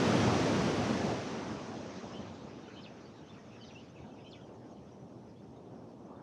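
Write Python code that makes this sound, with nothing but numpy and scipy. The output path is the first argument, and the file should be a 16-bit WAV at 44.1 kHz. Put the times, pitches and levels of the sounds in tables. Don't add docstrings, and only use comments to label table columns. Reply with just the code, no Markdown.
import sys
import numpy as np
from scipy import signal
from scipy.fft import rfft, irfft, next_fast_len
from scipy.io import wavfile
from scipy.ndimage import uniform_filter1d, map_coordinates

SR = 44100
rng = np.random.default_rng(int(sys.argv[2]) if len(sys.argv) > 2 else 0)


def invert_db(level):
    return 10 ** (np.asarray(level, dtype=float) / 20)


def master_out(mix):
    frames = np.transpose(np.atleast_2d(mix))
    ceiling = np.clip(frames, -1, 1)
    pcm = np.round(ceiling * 32767).astype(np.int16)
    wavfile.write(sys.argv[1], SR, pcm)


N = 274302


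def surf():
    boom_db, roar_db, wash_db, far_wash_db, foam_db = surge()
    thin = np.clip((-50 - foam_db) / 22, 0, 1)
    near = invert_db(boom_db) * boom() + invert_db(roar_db) * roar() + invert_db(wash_db) * wash(thin)
    return near + invert_db(far_wash_db) * far_wash() + invert_db(foam_db) * foam(foam_db, thin) + spray(foam_db)


# time_s, strength_db
BREAKER_FADE = [(0, -40), (.25, -40.5), (.6, -43), (.9, -45), (1.12, -46.5), (1.15, -48), (1.4, -52),
                (1.7, -56.5), (2.0, -57.5), (2.24, -59.5), (2.4, -62), (2.8, -64.5), (3.34, -67.5),
                (3.76, -67), (4.02, -71), (4.3, -71.5), (4.56, -74), (6.22, -78.5)]
# time_s, level_db
FAR_WAVES = [(2.4, -57.5), (3.2, -70), (3.6, -67), (3.88, -64), (4.05, -54), (4.35, -59.5), (4.6, -53),
             (4.92, -57.5), (5.1, -53), (5.4, -57.5), (5.7, -54), (6.22, -50.5)]
# time_s, swell_db
SLUMP_SWELLS = [(.29, 5.5), (.37, -0.5), (.8, 4), (.89, -6), (1.11, -1.5), (1.17, -2.5), (1.45, 3),
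                (1.52, 5.5), (1.66, -6), (1.75, 4.5), (2.01, -13), (2.06, 8), (2.21, 10), (2.7, -6),
                (3.22, 7), (3.33, 5), (3.5, 3), (3.7, 0.5), (6.14, -4), (.14, 0), (.73, -2), (1.0, -3),
                (4.02, 10), (4.45, 4), (4.81, 5), (4.97, -1), (5.04, 5), (5.72, 3.5), (.02, -1.5), (.09, 0),
                (.44, 0.5), (.68, 3.5), (2.308, 8), (2.45, 6.5), (4.72, 3), (5.5, 8), (.51, 3), (.85, -1),
                (1.23, -7), (1.28, -6), (1.37, -4), (.77, -4), (1.6, -1), (2.8, 5), (3.56, -4), (4.3, 4),
                (4.51, 1), (4.86, 0), (5.0, -1), (5.19, -6), (5.68, -2), (5.95, -5), (6.09, -5), (6.19, -6)]
# time_s, swell_db
HEAVE_SWELLS = [(.04, -0.5), (.3, 1.5), (.55, -2), (.64, -1.5), (.74, -1), (.9, 1), (1.2, -1), (1.4, 0.5),
                (1.63, 0), (1.85, 1.5), (2.12, 0), (2.3, -1), (2.45, 1.5), (3.3, 0.5), (3.45, 0.5),
                (1.09, 3.5), (1.27, -2), (4.5, 2), (4.75, 0.5), (5.2, 1), (5.6, 0.5), (5.9, -0.5)]
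# time_s, swell_db
LAP_SWELLS = [(.5, -1), (.75, 1), (1.05, -2.5), (1.16, -1.5), (1.24, -3), (1.5, 2), (1.6, 0.5), (1.7, 2.5),
              (2.6, 2), (2.72, -1), (2.82, -0.5), (3.0, 2.5), (3.1, 0), (3.25, 1.5), (3.35, 3.5), (3.55, 4),
              (3.65, 1), (3.76, -2), (4.12, 0), (4.44, -2), (4.52, 1.5), (4.6, -7), (4.67, 3), (4.72, 1.5),
              (4.79, -5), (4.86, -1.5), (4.96, 2), (5.08, -3), (5.13, 0), (5.25, -0.5), (5.37, -6),
              (5.43, 2), (5.5, -4), (5.58, 3), (5.65, 0.5), (5.73, 2), (5.8, -1.5), (5.9, -0.5),
              (6.0, -2.5)]


def surge():
    foam_db, = curves(BREAKER_FADE)
    far_db, = curves(FAR_WAVES)
    t = np.arange(N) / SR

    def near(full_db, fade):
        return full_db + fade * (foam_db + 41)

    def far(offset_db, swell):
        return -52 + offset_db + swell * (far_db + 52)

    boom_db = power_sum_db(near(-35.5, 1.12), far(-4.5, 0.073))
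    roar_db = power_sum_db(near(-30, 0.95), far(1.03, 0.71))
    next_wave_db = 50 * np.maximum(t - 6.01, 0)
    slump_db = bumps(SLUMP_SWELLS, half_s=0.024)
    heave_db = bumps(HEAVE_SWELLS, half_s=0.057)
    lap_db = bumps(LAP_SWELLS, half_s=0.035)

    boom_db = boom_db + slump_db + 0.26 * heave_db + 0.75 * wobble(11)
    roar_db = roar_db + heave_db + 0.41 * lap_db + 0.22 * slump_db + 0.52 * wobble(11)
    wash_db = near(-40.5, 0.96) + lap_db + 0.17 * wobble(9.6)
    far_wash_db = far(-15, 0.91) + next_wave_db + lap_db + 0.73 * wobble(14)
    foam_db = foam_db + 0.23 * lap_db + 0.14 * wobble(16)
    return boom_db, roar_db, wash_db, far_wash_db, foam_db


# pitch_hz, level_db (per Hz)
BOOM_SPECTRUM = [(25, -47), (45, -31.5), (70, -11), (120, 0), (170, -4), (240, -6.5)]


def boom():
    return coloured(patchy(1.23, 2, 20), BOOM_SPECTRUM)


# pitch_hz, level_db (per Hz)
ROAR_SPECTRUM = [(120, -39), (180, 0), (230, 1.5), (400, -2.5), (700, -8), (900, -12.5), (1200, -25),
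                 (1700, -45)]


def roar():
    return coloured(patchy(0.82, 3, 20), ROAR_SPECTRUM)


# pitch_hz, level_db (per Hz)
WASH_SPECTRUM = [(600, -18), (850, -3.5), (1200, -2), (1600, -5.5), (2300, -46)]


def wash(thin):
    water = patchy(0.43 + 4.2 * thin, 4, 14)
    ringing = bubbles(1209, 8.4, 2.4, count=8000)
    return coloured(water + 0.18 * ringing, WASH_SPECTRUM)


# pitch_hz, level_db (per Hz)
FOAM_SPECTRUM = [(1100, -49), (1700, -2), (2500, -5.5), (4000, -9.5), (6000, -10), (6800, -17),
                 (7600, -26.5), (8600, -59)]


def foam(foam_db, thin):
    scraps = np.clip((foam_db + 80.5) / 9, 0.3, 1)
    fizz = patchy(0.5 + 3.8 * thin * scraps, 5, 12)
    bursting = bubbles(3900, 4.5, 0.96, count=11000)
    return coloured(fizz + 0.19 * bursting, FOAM_SPECTRUM)


# pitch_hz, level_db (per Hz)
SPRAY_SPECTRUM = [(5500, -5.5), (6800, -3), (8000, -4.5), (9500, -11.5), (11000, -18), (12500, -22.5),
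                  (14000, -29), (15500, -54)]


def spray(foam_db):
    spray_db = -59.5 + 1.18 * (uniform_filter1d(foam_db, SR // 6) + 42.5)
    return suppressed(invert_db(spray_db) * coloured(patchy(1.1, 8, 16), SPRAY_SPECTRUM))


def suppressed(x):
    z = signal.stft(x, nperseg=512, noverlap=384)[2]
    power = uniform_filter1d(np.abs(z) ** 2, size=4, axis=0)
    power = np.abs(uniform_filter1d(power, size=12, axis=1))
    threshold = invert_db(-100) ** 2
    lost = 1 / (1 + (power / threshold) ** 4)
    return signal.istft(z * (1 - 0.71 * lost), nperseg=512, noverlap=384)[1][:N]


# pitch_hz, level_db (per Hz)
FAR_WASH_SPECTRUM = [(600, -10), (850, -1), (1150, -4.5), (1400, -13), (1800, -24), (2300, -40)]


def far_wash():
    return coloured(patchy(3.2, 3, 8, cap=1.2), FAR_WASH_SPECTRUM)


def birds():
    out = glides()
    for s, length, start_hz, end_hz, db, rasp_hz in notes():
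        u = np.arange(round(length * SR)) / (length * SR)
        core = note(u, length, start_hz, end_hz, 100 + rasp_hz)
        halo = invert_db(-7) * note(u, length, start_hz, end_hz, 700 + rasp_hz)
        out[round(s * SR):][:len(u)] += invert_db(db) * np.sin(np.pi * u) ** 0.5 * (core + halo)
    out += invert_db(-11) * np.roll(out, round(0.009 * SR))
    tail_t = np.arange(SR // 4) / SR
    echo = rng.standard_normal(SR // 4) * invert_db(-60 * tail_t / 0.12)
    echo = echo / np.linalg.norm(echo)
    return out[:N] + invert_db(-4) * signal.fftconvolve(out, echo)[:N]


# time_s, pitch_hz, level_db
BENDING_CALLS = [
    [(3.747, 3000, -75), (3.753, 2745, -58), (3.764, 2674, -54), (3.774, 2780, -57), (3.784, 2980, -60),
     (3.794, 3000, -72)],
    [(3.606, 4800, -76), (3.615, 4720, -67), (3.625, 4550, -61), (3.633, 4300, -71), (3.642, 3950, -62),
     (3.65, 3680, -64), (3.657, 3500, -78)],
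]


def glides():
    out = np.zeros(N + SR)
    for rows in BENDING_CALLS:
        s, hz, db = np.transpose(rows)
        t = s[0] + np.arange(round((s[-1] - s[0]) * SR)) / SR
        phase = 2 * np.pi * np.cumsum(np.interp(t, s, hz)) / SR
        tone = np.sqrt(2) * np.sin(phase)
        out[round(s[0] * SR):][:len(t)] += invert_db(np.interp(t, s, db)) * tone
    return out


# start_s, length_s, start_hz, end_hz, level_db
WHISTLE_CALLS = [ (2.64, 0.03, 2800, 3000, -69), (2.668, 0.03, 3000, 3080, -68),
                 (2.805, 0.031, 5600, 4970, -70), (3.046, 0.035, 4670, 4500, -67),
                 (3.29, 0.022, 3430, 3610, -64.5), (3.36, 0.039, 2000, 1835, -67.5),
                 (3.376, 0.017, 1500, 1600, -65), (3.551, 0.015, 2700, 2650, -64.5),
                 (3.647, 0.023, 2050, 1950, -70.5), (3.702, .012, 2780, 2650, -64),
                 (3.682, .012, 3900, 3650, -67), (3.66, 0.019, 3000, 3050, -78),
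                 (3.796, 0.026, 2880, 3060, -66), (4.003, .03, 3600, 3800, -78),
                 (4.085, .02, 3400, 3400, -79), (4.108, .022, 2600, 2700, -77), (4.2, .02, 3500, 3350, -77),
                 (4.245, .04, 4000, 4050, -78), (4.35, .03, 3000, 3150, -76),
                 (3.278, .012, 3100, 3050, -71), (3.342, .01, 2780, 2720, -70),
                 (2.63, .018, 3700, 3700, -71), (3.802, 0.01, 5000, 5040, -74),
                 (4.132, 0.01, 3180, 3100, -72), (4.18, 0.028, 2950, 2500, -68),
                 (4.21, .018, 2600, 2100, -71), (4.288, 0.028, 3050, 2760, -72),
                 (4.408, .016, 3430, 3310, -68), (4.43, 0.018, 3120, 3200, -71),
                 (4.488, .012, 2750, 2750, -74), (5.36, 0.02, 3400, 3300, -78),
                 (5.385, .022, 3450, 3580, -77), (5.37, 0.029, 4370, 4370, -80),
                 (5.56, 0.021, 3780, 3650, -76), (6.155, .027, 3560, 3620, -78.5)]
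# start_s, length_s, start_hz, level_db
RASP_CALLS = [ (2.7, 0.13, 4300, -71), (2.62, 0.22, 2900, -74), (3.12, 0.11, 4200, -76),
              (3.14, 0.075, 2980, -89), (2.7, 0.053, 2550, -70), (4.015, 0.04, 2100, -73),
              (3.53, 0.081, 2300, -74), (4.6, 0.041, 1900, -75), (3.3, 0.082, 3800, -88),
              (3.33, 0.058, 2900, -80), (3.64, 0.062, 5200, -71.5), (3.5, 0.057, 2870, -69.5),
              (3.9, .12, 6000, -91), (3.943, 0.05, 2800, -69.5), (3.968, .048, 2550, -68.5),
              (4.01, 0.049, 2700, -74), (4.1, .17, 6100, -92), (4.16, 0.082, 3800, -79),
              (4.24, 0.047, 2800, -72), (4.24, 0.18, 5800, -78), (4.34, 0.081, 3250, -77),
              (4.369, 0.067, 1540, -72), (4.17, .06, 2100, -75), (4.35, .04, 2200, -73),
              (3.71, 0.044, 3600, -73), (3.66, 0.039, 4800, -72), (2.5, .02, 2200, -70),
              (2.87, 0.031, 2300, -73), (4.03, .05, 1700, -72), (4.42, 0.07, 3200, -81),
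              (4.16, .05, 2500, -75), (3.4, 0.044, 2200, -73), (2.86, .03, 2900, -74),
              (3.63, 0.033, 2200, -73), (4.53, .04, 6800, -81), (4.75, 0.056, 3300, -79),
              (5.27, .057, 5600, -82), (5.71, 0.12, 6000, -82), (5.87, 0.044, 5400, -83),
              (5.96, 0.12, 6300, -87), (4.34, 0.049, 2300, -76), (4.29, 0.041, 7400, -82),
              (3.35, 0.057, 2400, -73), (4.86, .04, 3700, -84), (5.65, 0.04, 3900, -83),
              (4.84, .06, 6300, -84)]
# warble_s, warble_db, plunge_s, plunge_db, top_hz, bottom_hz
SONG_CALLS = [
    (2.133, -60, 2.207, -62, 4430, 2700),
    (2.752, -61.5, 2.827, -59.5, 5240, 1950),
    (3.598, -64, 3.676, -68, 4610, 1790),
    (4.24, -64.5, 4.308, -61, 5400, 1800),
]


def notes():
    rows = [(*row, 40) for row in WHISTLE_CALLS]
    for s, length, hz, db in RASP_CALLS:
        rows.append((s, length, hz, hz * 0.85, db + 1, hz * 0.16))
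    stroke_s, low_hz, rise = 0.034, 2860, 1.1
    high_hz, half_hz = low_hz * rise, low_hz * rise ** 0.6
    for s, warble_db, plunge_s, plunge_db, top_hz, bottom_hz in SONG_CALLS:
        plunge_length_s = np.log2(top_hz / bottom_hz) / 26
        rows += [(s, stroke_s, low_hz, high_hz, warble_db - 1, 180),
                 (s + 0.69 * stroke_s, stroke_s, high_hz, half_hz, warble_db, 180),
                 (plunge_s, plunge_length_s, top_hz, bottom_hz, plunge_db, 300)]
    return rows


def note(u, length, start_hz, end_hz, rasp_hz):
    a, b = (map_coordinates(k, [u * length * rasp_hz]) for k in rng.standard_normal((2, 256)))
    steady = np.clip(200 / rasp_hz, 0, 1.6)
    flutter = steady + 0.6 * (a + 1j * b)
    phase = 2 * np.pi * np.cumsum(start_hz * (end_hz / start_hz) ** u) / SR
    return unit((flutter * np.exp(1j * phase)).real)


# pitch_hz, level_db (per Hz)
TWITTER_SPECTRUM = [(3000, -32), (4300, -23), (5200, 6), (5900, 6.5), (6500, 3.5), (7300, -15)]
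# time_s, level_db
FLOCK_FADE = [
    (2.1, -66),
    (2.44, -85),
    (3.0, -77),
    (3.71, -73.5),
    (3.93, -78),
    (5.39, -81.5),
    (6.22, -86),
]


def flock():
    return invert_db(curves(FLOCK_FADE)[0]) * coloured(patchy(6, 2, 7, cap=3.5), TWITTER_SPECTRUM)


# pitch_hz, level_db (per Hz)
HISS_SPECTRUM = [(900, -34), (1500, -4.5), (3000, 1), (6000, -8.5), (8000, -9), (12000, -19.5),
                 (14000, -31), (16000, -70)]


def circuit_hiss():
    return invert_db(-80) * coloured(rng.standard_normal(N), HISS_SPECTRUM)


def bubbles(hz, cycles, spread_db, count):
    draw, t = rng.random((count, 3)), np.arange(400) / SR
    pitch = hz * np.exp(1.202 * (draw[:, 1:2] - 0.5))
    size = invert_db(-spread_db * np.log(1 - draw[:, 2:]))
    age = t * pitch / cycles
    ring = np.sin(2 * np.pi * pitch * t * (1 + 0.11 * age))
    grain = size * age * np.exp(-3 * age) * ring
    at = (draw[:, :1] * N).astype(int) + np.arange(len(t))
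    return unit(np.bincount(at.ravel(), grain.ravel())[:N])


def patchy(depth_db, wide, long, cap=1.85):
    z = signal.stft(rng.standard_normal(N), nperseg=512, noverlap=384)[2]
    field = rng.standard_normal(z.shape)
    for _ in range(2):
        field = uniform_filter1d(uniform_filter1d(field, wide, 0), long, 1)
    depth_db = np.interp(np.arange(z.shape[1]) * 128, np.arange(N), depth_db + np.zeros(N))
    level_db = depth_db * np.minimum(unit(field), cap)
    gain = invert_db(level_db - depth_db ** 2 * np.log(10) / 20)
    return signal.istft(z * gain, nperseg=512, noverlap=384)[1][:N]


def coloured(x, spectrum):
    m = next_fast_len(N + 8192)
    f, db = np.transpose(spectrum)
    log_hz = np.log(np.fft.rfftfreq(m, 1 / SR) + 1)
    gain = invert_db(np.interp(log_hz, np.log(f), db, left=-120, right=-120))
    return unit(irfft(rfft(x, m) * gain, m)[:N])


def bumps(rows, half_s):
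    t = np.arange(0, N + 64, 64) / SR
    total_db = sum(db * np.exp(-((t - s) / half_s) ** 2) for s, db in rows)
    return np.interp(np.arange(N) / SR, t, total_db)


def wobble(rate):
    return map_coordinates(rng.standard_normal(int(N * rate / SR) + 4), [np.arange(N) * rate / SR])


def curves(rows):
    s, *cols = np.transpose(rows)
    return [np.interp(np.arange(N) / SR, s, c) for c in cols]


def power_sum_db(a_db, b_db):
    return 10 * np.log10(invert_db(a_db) ** 2 + invert_db(b_db) ** 2)


def unit(x):
    return x / np.sqrt(np.mean(x ** 2) + 1e-20)


def scene():
    return (surf() + birds() + flock())[None]


def low_pass(x):
    return signal.sosfilt(signal.butter(12, 15400, fs=SR, output="sos"), x)


def record(dry):
    mix = dry + circuit_hiss()
    return low_pass(mix)


dry = scene()
out = record(dry)
master_out(out)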